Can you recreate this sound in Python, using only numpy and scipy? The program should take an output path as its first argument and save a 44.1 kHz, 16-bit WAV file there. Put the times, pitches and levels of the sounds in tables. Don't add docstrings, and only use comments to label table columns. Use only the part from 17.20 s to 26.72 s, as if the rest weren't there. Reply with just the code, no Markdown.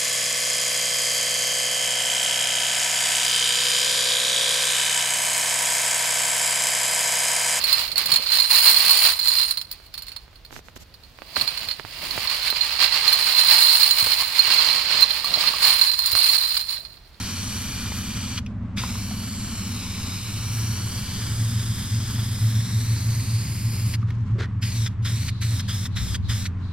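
import sys
import numpy as np
from scipy import signal
from scipy.fft import rfft, irfft
from scipy.io import wavfile
from scipy.ndimage import map_coordinates

SR = 44100
rng = np.random.default_rng(int(sys.argv[2]) if len(sys.argv) > 2 else 0)


def to_wav(sig):
    pcm = np.clip(np.atleast_2d(sig), -1, 1) * 32767
    pcm = np.round(pcm).astype(np.int16)
    wavfile.write(sys.argv[1], SR, pcm.T)


N = 419832
T = np.arange(N) / SR
HZ = np.maximum(np.fft.rfftfreq(N, 1 / SR), 1)
USUAL_LAG_MS = .66


def undb(db):
    return 10 ** (np.asarray(db) / 20)


def curves(rows):
    times, *columns = np.transpose(rows)
    return [np.interp(T, times, column) for column in columns]


def over_hz(points):
    hz, value = np.transpose(points)
    return np.interp(np.log(HZ), np.log(hz), value)


def resonance(hz, width):
    return 1 / (1 + 1j * (HZ / hz - hz / HZ) * hz / width)


def filtered(x, response):
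    return irfft(rfft(x) * response, N)


def unit(x):
    return x / np.std(np.mean(np.atleast_2d(x), axis=0))


def noise(response, channels=1):
    x = filtered(rng.standard_normal((channels, N)), response)
    return x / np.std(x)


def walk(rate):
    return noise(np.exp(-(HZ / rate) ** 2))[0]


def wavering_sine(hz, wander_hz, rate):
    return np.sin(2 * np.pi * np.cumsum(hz + wander_hz * walk(rate)) / SR)


def gate(start, end, rise, fall):
    return (1 + np.tanh((T - start) / rise)) * (1 - np.tanh((T - end) / fall)) / 4


def spells(rows, rise, fall):
    return sum(undb(db) * gate(start, end, rise, fall) for start, end, db in rows)


def ringing(modes):
    return unit(sum(undb(db) * noise(resonance(hz, width) ** 2)[0] for hz, width, db in modes))


def clicks(rows, modes, decay):
    return ringing(modes) * sum(undb(db) * (T > s) * np.exp(-np.abs(T - s) / decay) for s, db in rows)


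def ports(x):
    # f/Hz, left phase lead/rad
    lead = [(100, 0), (1000, -.14), (3000, -.55), (5000, -1.15), (6700, -2.8), (8500, -3.0), (9700, -3.9),
            (10500, -5.8), (12000, -7.5), (14000, -8.8), (16000, -9.4)]
    # f/Hz, left minus right/dB
    balance = [(300, 0.5), (1300, -1.5), (3000, -0.5), (4700, 2.5), (6500, 3), (8000, -4.5), (9500, -12),
               (10800, -8), (12500, -8), (15000, -14)]
    half = undb(over_hz(balance) / 2) * np.exp(.5j * over_hz(lead))
    return filtered(x, np.array([half, 1 / half]))


def wall_bounce(x, lag_ms):
    # f/Hz, gain
    gain_left = [(1200, .3), (2300, .35), (4300, .49), (5700, .46), (6500, .32), (8000, .47), (9600, .22),
                 (13000, .24)]
    gain_right = [(1200, .3), (2300, .35), (4500, .5), (6200, .37), (8000, .58), (9000, .48), (10500, .19),
                  (12000, .46), (14000, .3)]
    # f/Hz, phase/rad
    phase_left = [(2100, -.1), (2700, .65), (5300, 1.15), (6500, .7), (7700, 1.05), (12000, 1.2)]
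    phase_right = [(2100, -.1), (2700, .65), (5600, 1), (6500, .6), (9500, .35), (11200, -.1)]
    gains = np.array([over_hz(gain_left), over_hz(gain_right)])
    phases = np.array([over_hz(phase_left), over_hz(phase_right)])
    image = filtered(x, gains * np.exp(1j * phases))
    read_at = np.arange(N) - lag_ms * SR / 1000
    return np.array([map_coordinates(side, [read_at], order=3, mode="wrap") for side in image])


def hiss_at_wall(colour, lag_ms, scatter_db=0, mirror=1, rebound=.4):
    # f/Hz, level/dB
    scatter = [(500, -11), (5000, -9.5), (8000, -6), (10000, -2), (14000, 2.5)]
    response = undb(over_hz(colour))
    direct = ports(noise(response)[0])
    scattered = filtered(noise(response, channels=2), undb(over_hz(scatter) + scatter_db))
    strength = mirror * (USUAL_LAG_MS / lag_ms) ** .3 * undb(walk(4))
    image = strength * wall_bounce(direct + .4 * scattered, lag_ms)
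    return unit(direct + scattered + image + rebound * strength * wall_bounce(image, lag_ms))


def valve(travel=.0048, settle=.038, choke=.019, choke_decay=.018, seep_share=.22):
    # open/s, shut/s, opening spit/dB, closing spit/dB
    strokes = [(-.3, 1.194, -33, -27), (1.570, 6.757, -27.5, -30), (7.421, 7.680, -30.5, -29.5),
               (7.848, 8.102, -29.5, -29), (8.212, 8.413, -32, -31), (8.482, 8.672, -30.5, -33.5),
               (8.759, 8.964, -30, -29.5), (9.090, 9.274, -29, -30.5)]
    flow, spit = 0, 0
    for start, end, start_db, end_db in strokes:
        seep = gate(start, end + travel, rise=.012, fall=.02)
        flow += (1 - seep_share) * gate(start, end, travel, travel) + seep_share * seep
        opening = gate(start + travel / 2, end, travel, travel)
        closing = gate(end - choke, end, rise=.0017, fall=travel)
        spit += undb(start_db + .3) * opening * np.exp(-np.abs(T - start - 2 * travel) / settle)
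        spit += undb(end_db + 3) * closing * np.exp(-np.abs(T - end + choke) / choke_decay)
    return flow, spit


def shimmer(x, centres_hz=(3000, 4300, 6000, 8500, 12000), depth_db=.8, rate=2.5):
    bands = [over_hz(list(zip(centres_hz, weights))) for weights in np.eye(len(centres_hz))]
    return sum(filtered(x, band) * undb(depth_db * walk(rate)) for band in bands)


def breathy_peaks(swell=.06):
    # start/s, end/s, level/dB, f/Hz, width/Hz
    peaks = [(-.3, 1.19, -46.5, 2400, 190), (-.3, 1.19, -48, 2980, 420), (-.3, 1.19, -50, 3650, 450),
             (-.3, 1.1, -52.5, 4400, 450), (-.3, 1.19, -45, 6050, 420), (.85, 1.19, -43, 7670, 400),
             (1.6, 4.2, -53.5, 2310, 130), (1.6, 4.2, -52.5, 2950, 220), (1.59, 1.64, -42, 3600, 500),
             (1.75, 2.13, -49, 4400, 450), (2.03, 2.46, -41, 7260, 450), (2.501, 3.25, -47, 3850, 450),
             (3.2, 3.6, -42, 5780, 401)]
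    return ports(sum(ringing([(hz, width, 0)]) * undb(db) * gate(start, end, swell, swell)
                     for start, end, db, hz, width in peaks))


def spray(jet_db_per_ms=12, wash_db_per_ms=19):
    # t/s, reflection lag/ms
    sway = [(0, .726), (.8, .69), (1.19, .694), (1.57, .875), (1.85, .73), (2.13, .69), (2.65, .802),
            (3, .796), (3.7, .7), (4.3, .626), (4.55, .616), (4.95, .644), (5.5, .554), (5.8, .493),
            (6.1, .478), (6.4, .442), (6.75, .45), (7.42, .43), (7.49, .453), (7.68, .612), (7.85, .62),
            (8.02, .505), (8.1, .49), (8.23, .503), (8.41, .594), (8.49, .644), (8.58, .592), (8.79, .56),
            (8.87, .58), (8.96, .642), (9.16, .594), (9.27, .52)]
    # t/s, jet/dB, mist/dB, wash/dB
    aim = [(.45, -39, -42.5, -42), (1.05, -40, -46, -44), (2, -42, -44.5, -46), (3.15, -41, -43, -46),
           (3.55, -39.5, -42, -43.5), (4.4, -39, -44, -44.5), (5.1, -39.5, -43.5, -44.5),
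           (5.8, -38, -43.5, -41.5), (6.5, -40, -43, -44.5), (7.6, -38, -46, -46),
           (8.55, -39.5, -45.5, -45), (9.2, -38.5, -46.5, -45)]
    # f/Hz, level/dB
    jet_eq = [(1500, -20.5), (2350, -2), (2780, -3), (3300, -0.5), (4300, 1), (5400, 1.5), (6200, -0.5),
              (7500, -3.5), (8100, -5.5), (9500, -22.5), (12000, -27.5)]
    wash_eq = [(250, 0.5), (600, -5.5), (1000, -2), (1500, -3.5), (2200, -1.5), (3000, -26), (5000, -38)]
    mist_eq = [(6000, -9), (7500, 8), (8050, 6.5), (8600, 5), (9500, 3), (10500, 0), (12300, 0),
               (14000, -9), (16000, -17)]
    spit_eq = [(500, -31), (1100, 1), (1900, 7), (2750, 5), (3300, 8), (5000, 4.5), (6500, 0.5),
               (9000, -52), (15000, -61)]
    lag_ms = curves(sway)[0]
    farther_ms = lag_ms - USUAL_LAG_MS
    jet_db, mist_db, wash_db = curves(aim)
    flow, spit = valve()
    flutter = walk(430) + 1.2 * walk(40)
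    jet = hiss_at_wall(jet_eq, lag_ms, scatter_db=4)
    jet *= undb(jet_db + jet_db_per_ms * farther_ms + .48 * flutter)
    wash = hiss_at_wall(wash_eq, lag_ms)
    wash *= undb(wash_db + wash_db_per_ms * farther_ms + flutter + .5 * walk(1.3))
    mist = hiss_at_wall(mist_eq, lag_ms, scatter_db=1.5)
    mist *= undb(mist_db - 2 + .36 * flutter + .5 * walk(9.9))
    sputter = hiss_at_wall(spit_eq, lag_ms, mirror=1.2)
    sputter *= undb(1.6 * np.tanh(walk(300)) - 2.2)
    return flow * (shimmer(jet + mist) + wash + breathy_peaks()) + spit * sputter


def yard(x, wet_db=-21, near_t60=.2, far_db=-31, far_t60=.6, dull_hz=5000):
    near = undb(-60 * np.minimum(T / near_t60, 5))
    far = undb(far_db - wet_db - 60 * np.minimum(T / far_t60, 5))
    tail = rng.standard_normal((2, N)) * (near + far) * (T > .004)
    tail /= np.sqrt(np.sum(tail ** 2) / 2)
    return filtered(x, rfft(tail) / (1 + (HZ / dull_hz) ** 4)) * undb(wet_db)


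def throb(depth_db=2.8, rate=6.3):
    depth = depth_db * (1 + .5 * np.tanh(walk(1.2)))
    return depth * wavering_sine(rate, wander_hz=rate / 3, rate=5)


def boom(hz, width):
    analytic = signal.hilbert(ringing([(hz, width, 0)]))
    return unit(analytic.real / (np.abs(analytic) + .69))


def drone():
    # t/s, level/dB
    swell = [(0, -40), (1.5, -33), (2.55, -41.5), (3.45, -25.5), (3.8, -32), (4.25, -27.5), (4.9, -29.5),
             (5.15, -25.5), (6.1, -23.5), (6.35, -27), (7.1, -28), (8.2, -27), (9.5, -35)]
    # t/s, length/s, level/dB
    surges = [(3.38, .14, -25.5), (4.23, .09, -21), (4.37, .08, -22.5), (4.5, .06, -23), (4.76, .07, -21),
              (5, .07, -23), (5.26, .08, -17.5), (5.38, .07, -20), (5.57, .06, -19.5), (5.72, .07, -19.5),
              (5.89, .1, -20), (6.15, .1, -20), (6.47, .07, -22), (6.66, .06, -22), (6.82, .13, -21.5),
              (7, .08, -23), (7.14, .05, -19), (7.45, .05, -23), (7.61, .09, -20.5), (7.81, .06, -23),
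              (7.94, .06, -22), (8.25, .06, -22), (8.33, .06, -22), (9.12, .05, -21)]
    # f/Hz, width/Hz, level/dB
    growl_modes = [(201.5, 31.4, -0.5), (233.2, 27, -4), (256.6, 27, -10)]
    # t/s, level/dB
    growl_level = [(0, -37.5), (1.4, -36), (2.3, -35.5), (3.3, -41.5), (4.8, -37.5), (6.5, -40),
                   (7.8, -42.5), (9.5, -44)]
    boom_db = curves(swell)[0]
    lower_db = -36 + .785 * T
    surge = sum(undb(db) * np.exp(-2 * ((T - s) / length) ** 2) for s, length, db in surges)
    main = unit(wavering_sine(112.8, wander_hz=.7, rate=5.7))
    main *= np.maximum(surge, undb(boom_db - 3 + throb()))
    upper = boom(136.5, width=22) * undb(boom_db - 13)
    lower = boom(93.5, width=19.6) * undb(lower_db + throb() / 2)
    hum = boom(181.9, width=9.8) * undb(-45.5 + .45 * T)
    growl = ringing(growl_modes) * undb(curves(growl_level)[0])
    stereo_spread = noise(resonance(110, 90) ** 2, channels=2) * undb(lower_db - 16)
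    return main + upper + lower + hum + growl + stereo_spread


def wind(start_db=-39, db_per_s=-2.14):
    # f/Hz, level/dB
    wind_eq = [(12, -20), (25, -30), (45, 6), (68, 15), (110, -14), (220, -9), (500, -65)]
    # start/s, end/s, level/dB
    gusts = [(8.75, 9.2, -30)]
    colour = undb(over_hz(wind_eq))
    stereo_spread = filtered(noise(colour, channels=2), 1 / (1 + (HZ / 42) ** 2))
    breeze = (noise(colour) + stereo_spread) * undb(start_db + db_per_s * T + 1.3 * walk(2))
    gust = noise(colour, channels=2) * spells(gusts, rise=.06, fall=.1)
    return breeze + gust


def street():
    # f/Hz, level/dB
    air_eq = [(20, -0.5), (75, 0.5), (145, -2), (270, -12), (340, -16), (480, -25.5), (680, -29.5),
              (1050, -20), (1600, -26.5), (2600, -35), (5000, -47.5), (8000, -54), (15000, -90)]
    # t/s, level/dB
    air_level = [(0, -41), (1.45, -39.5), (3, -38.5), (7, -38), (8, -40), (9.5, -37.5)]
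    # start/s, end/s, level/dB
    hollow_spells = [(1.1, 2.2, -55)]
    # f/Hz, width/Hz, level/dB
    hollow_modes = [(570, 470, 0)]
    colour = undb(over_hz(air_eq))
    stereo_width = np.minimum(.12 + HZ / 3000, .9)
    air = noise(colour) + filtered(noise(colour, channels=2), stereo_width)
    hollow = ringing(hollow_modes) * spells(hollow_spells, rise=.2, fall=.2)
    return air * undb(curves(air_level)[0] + walk(8.8)) + hollow


def mixing_ball(decay=.002):
    # t/s, ring level/dB, f/Hz, tick level/dB
    knocks = [(0.657, -36, 1420, -38), (0.719, -35, 830, -29), (1.636, -21.5, 1025, -24.5),
              (1.753, -33, 982, -42), (1.911, -37, 730, -38), (4.989, -38, 1390, -38),
              (6.828, -35.5, 1210, -42)]
    rings = np.zeros(N)
    for s, db, hz, _ in knocks:
        age = np.maximum(T - s, 0)
        envelope = age / decay * np.exp(1 - age / decay)
        rings += undb(db) * envelope * np.sin(2 * np.pi * hz * age)
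    shell = clicks([(s, db) for s, _, _, db in knocks], modes=[(1150, 1500, 0)], decay=.003)
    return ports(rings + shell)


def crinkle_and_scuff(grain_db=4):
    # start/s, end/s, level/dB
    crinkle_spells = [(1.2, 1.32, -63), (6.76, 6.86, -61), (6.865, 7.065, -62.5), (7.065, 7.18, -63),
                      (9.38, 9.5, -71)]
    # start/s, end/s, level/dB
    rasp_spells = [(6.878, 6.925, -48), (7.186, 7.249, -35.5)]
    rub_spells = [(7.148, 7.225, -42), (7.188, 7.208, -41)]
    # f/Hz, level/dB
    crinkle_eq = [(1500, -1), (3000, 4), (5000, 3), (6600, 0), (8500, -8), (11000, -16.5), (15000, -24)]
    rasp_eq = [(150, -3), (380, 11), (700, -9), (1100, 3), (1600, 8), (2500, -3), (4000, -3), (7000, -15),
               (14000, -40)]
    # t/s, level/dB
    tick_hits = [(6.9055, -36), (7.19, -35), (7.219, -32), (7.242, -34), (7.257, -41)]
    # f/Hz, width/Hz, level/dB
    tick_modes = [(1850, 600, 0), (3300, 1200, -5), (5300, 2000, -13)]
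    rub_modes = [(364, 150, 0)]
    colour = undb(over_hz(rasp_eq))
    rasp = (noise(colour) + .35 * noise(colour, channels=2)) * spells(rasp_spells, rise=.006, fall=.012)
    rub = ringing(rub_modes) * spells(rub_spells, rise=.006, fall=.015)
    crinkle = noise(undb(over_hz(crinkle_eq)), channels=2)
    crinkle *= spells(crinkle_spells, rise=.01, fall=.02) * undb(1.5 * walk(25))
    ticks = clicks(tick_hits, tick_modes, decay=.003)
    scuff_ring = clicks([(7.242, -43)], modes=[(1870, 200, 0)], decay=.02)
    grain = undb(grain_db * np.tanh(walk(200)))
    return (rasp + crinkle) * grain + rub + ports(ticks + scuff_ring)


def cap():
    # t/s, level/dB
    releases = [(1.263, -36), (6.817, -49)]
    # f/Hz, width/Hz, level/dB
    modes = [(2540, 320, 0), (3300, 900, -5), (5200, 1800, -9)]
    return ports(clicks(releases, modes, decay=.0065))


def leak():
    # start/s, end/s, level/dB
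    leaks = [(7.69, 7.74, -61), (7.824, 7.85, -50.5), (8.11, 8.21, -63), (8.42, 8.48, -50),
             (8.68, 8.76, -62), (8.97, 9.09, -65)]
    # f/Hz, level/dB
    leak_eq = [(1500, 0), (3000, 5), (5500, 1), (7000, 1), (12000, -15.5), (15000, -21)]
    colour = undb(over_hz(leak_eq))
    hiss = unit(ports(noise(colour)[0]) + .5 * noise(colour, channels=2))
    return hiss * spells(leaks, rise=.004, fall=.012)


def thin_hiss():
    # start/s, end/s, level/dB
    hiss_spells = [(8, 8.6, -50), (8.72, 8.77, -49), (9.04, 9.12, -47), (9.42, 9.55, -54.5)]
    hiss = noise(resonance(4000, 560) * resonance(2700, 4300), channels=2)
    return hiss * spells(hiss_spells, rise=.019, fall=.015)


def scene():
    near = spray() + leak() + mixing_ball() + cap() + crinkle_and_scuff()
    return near + yard(near) + drone() + wind() + street() + thin_hiss()


def record(dry):
    return signal.sosfilt(signal.ellip(10, .1, 80, 15800, fs=SR, output="sos"), dry)


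dry = scene()
out = record(dry)
to_wav(out)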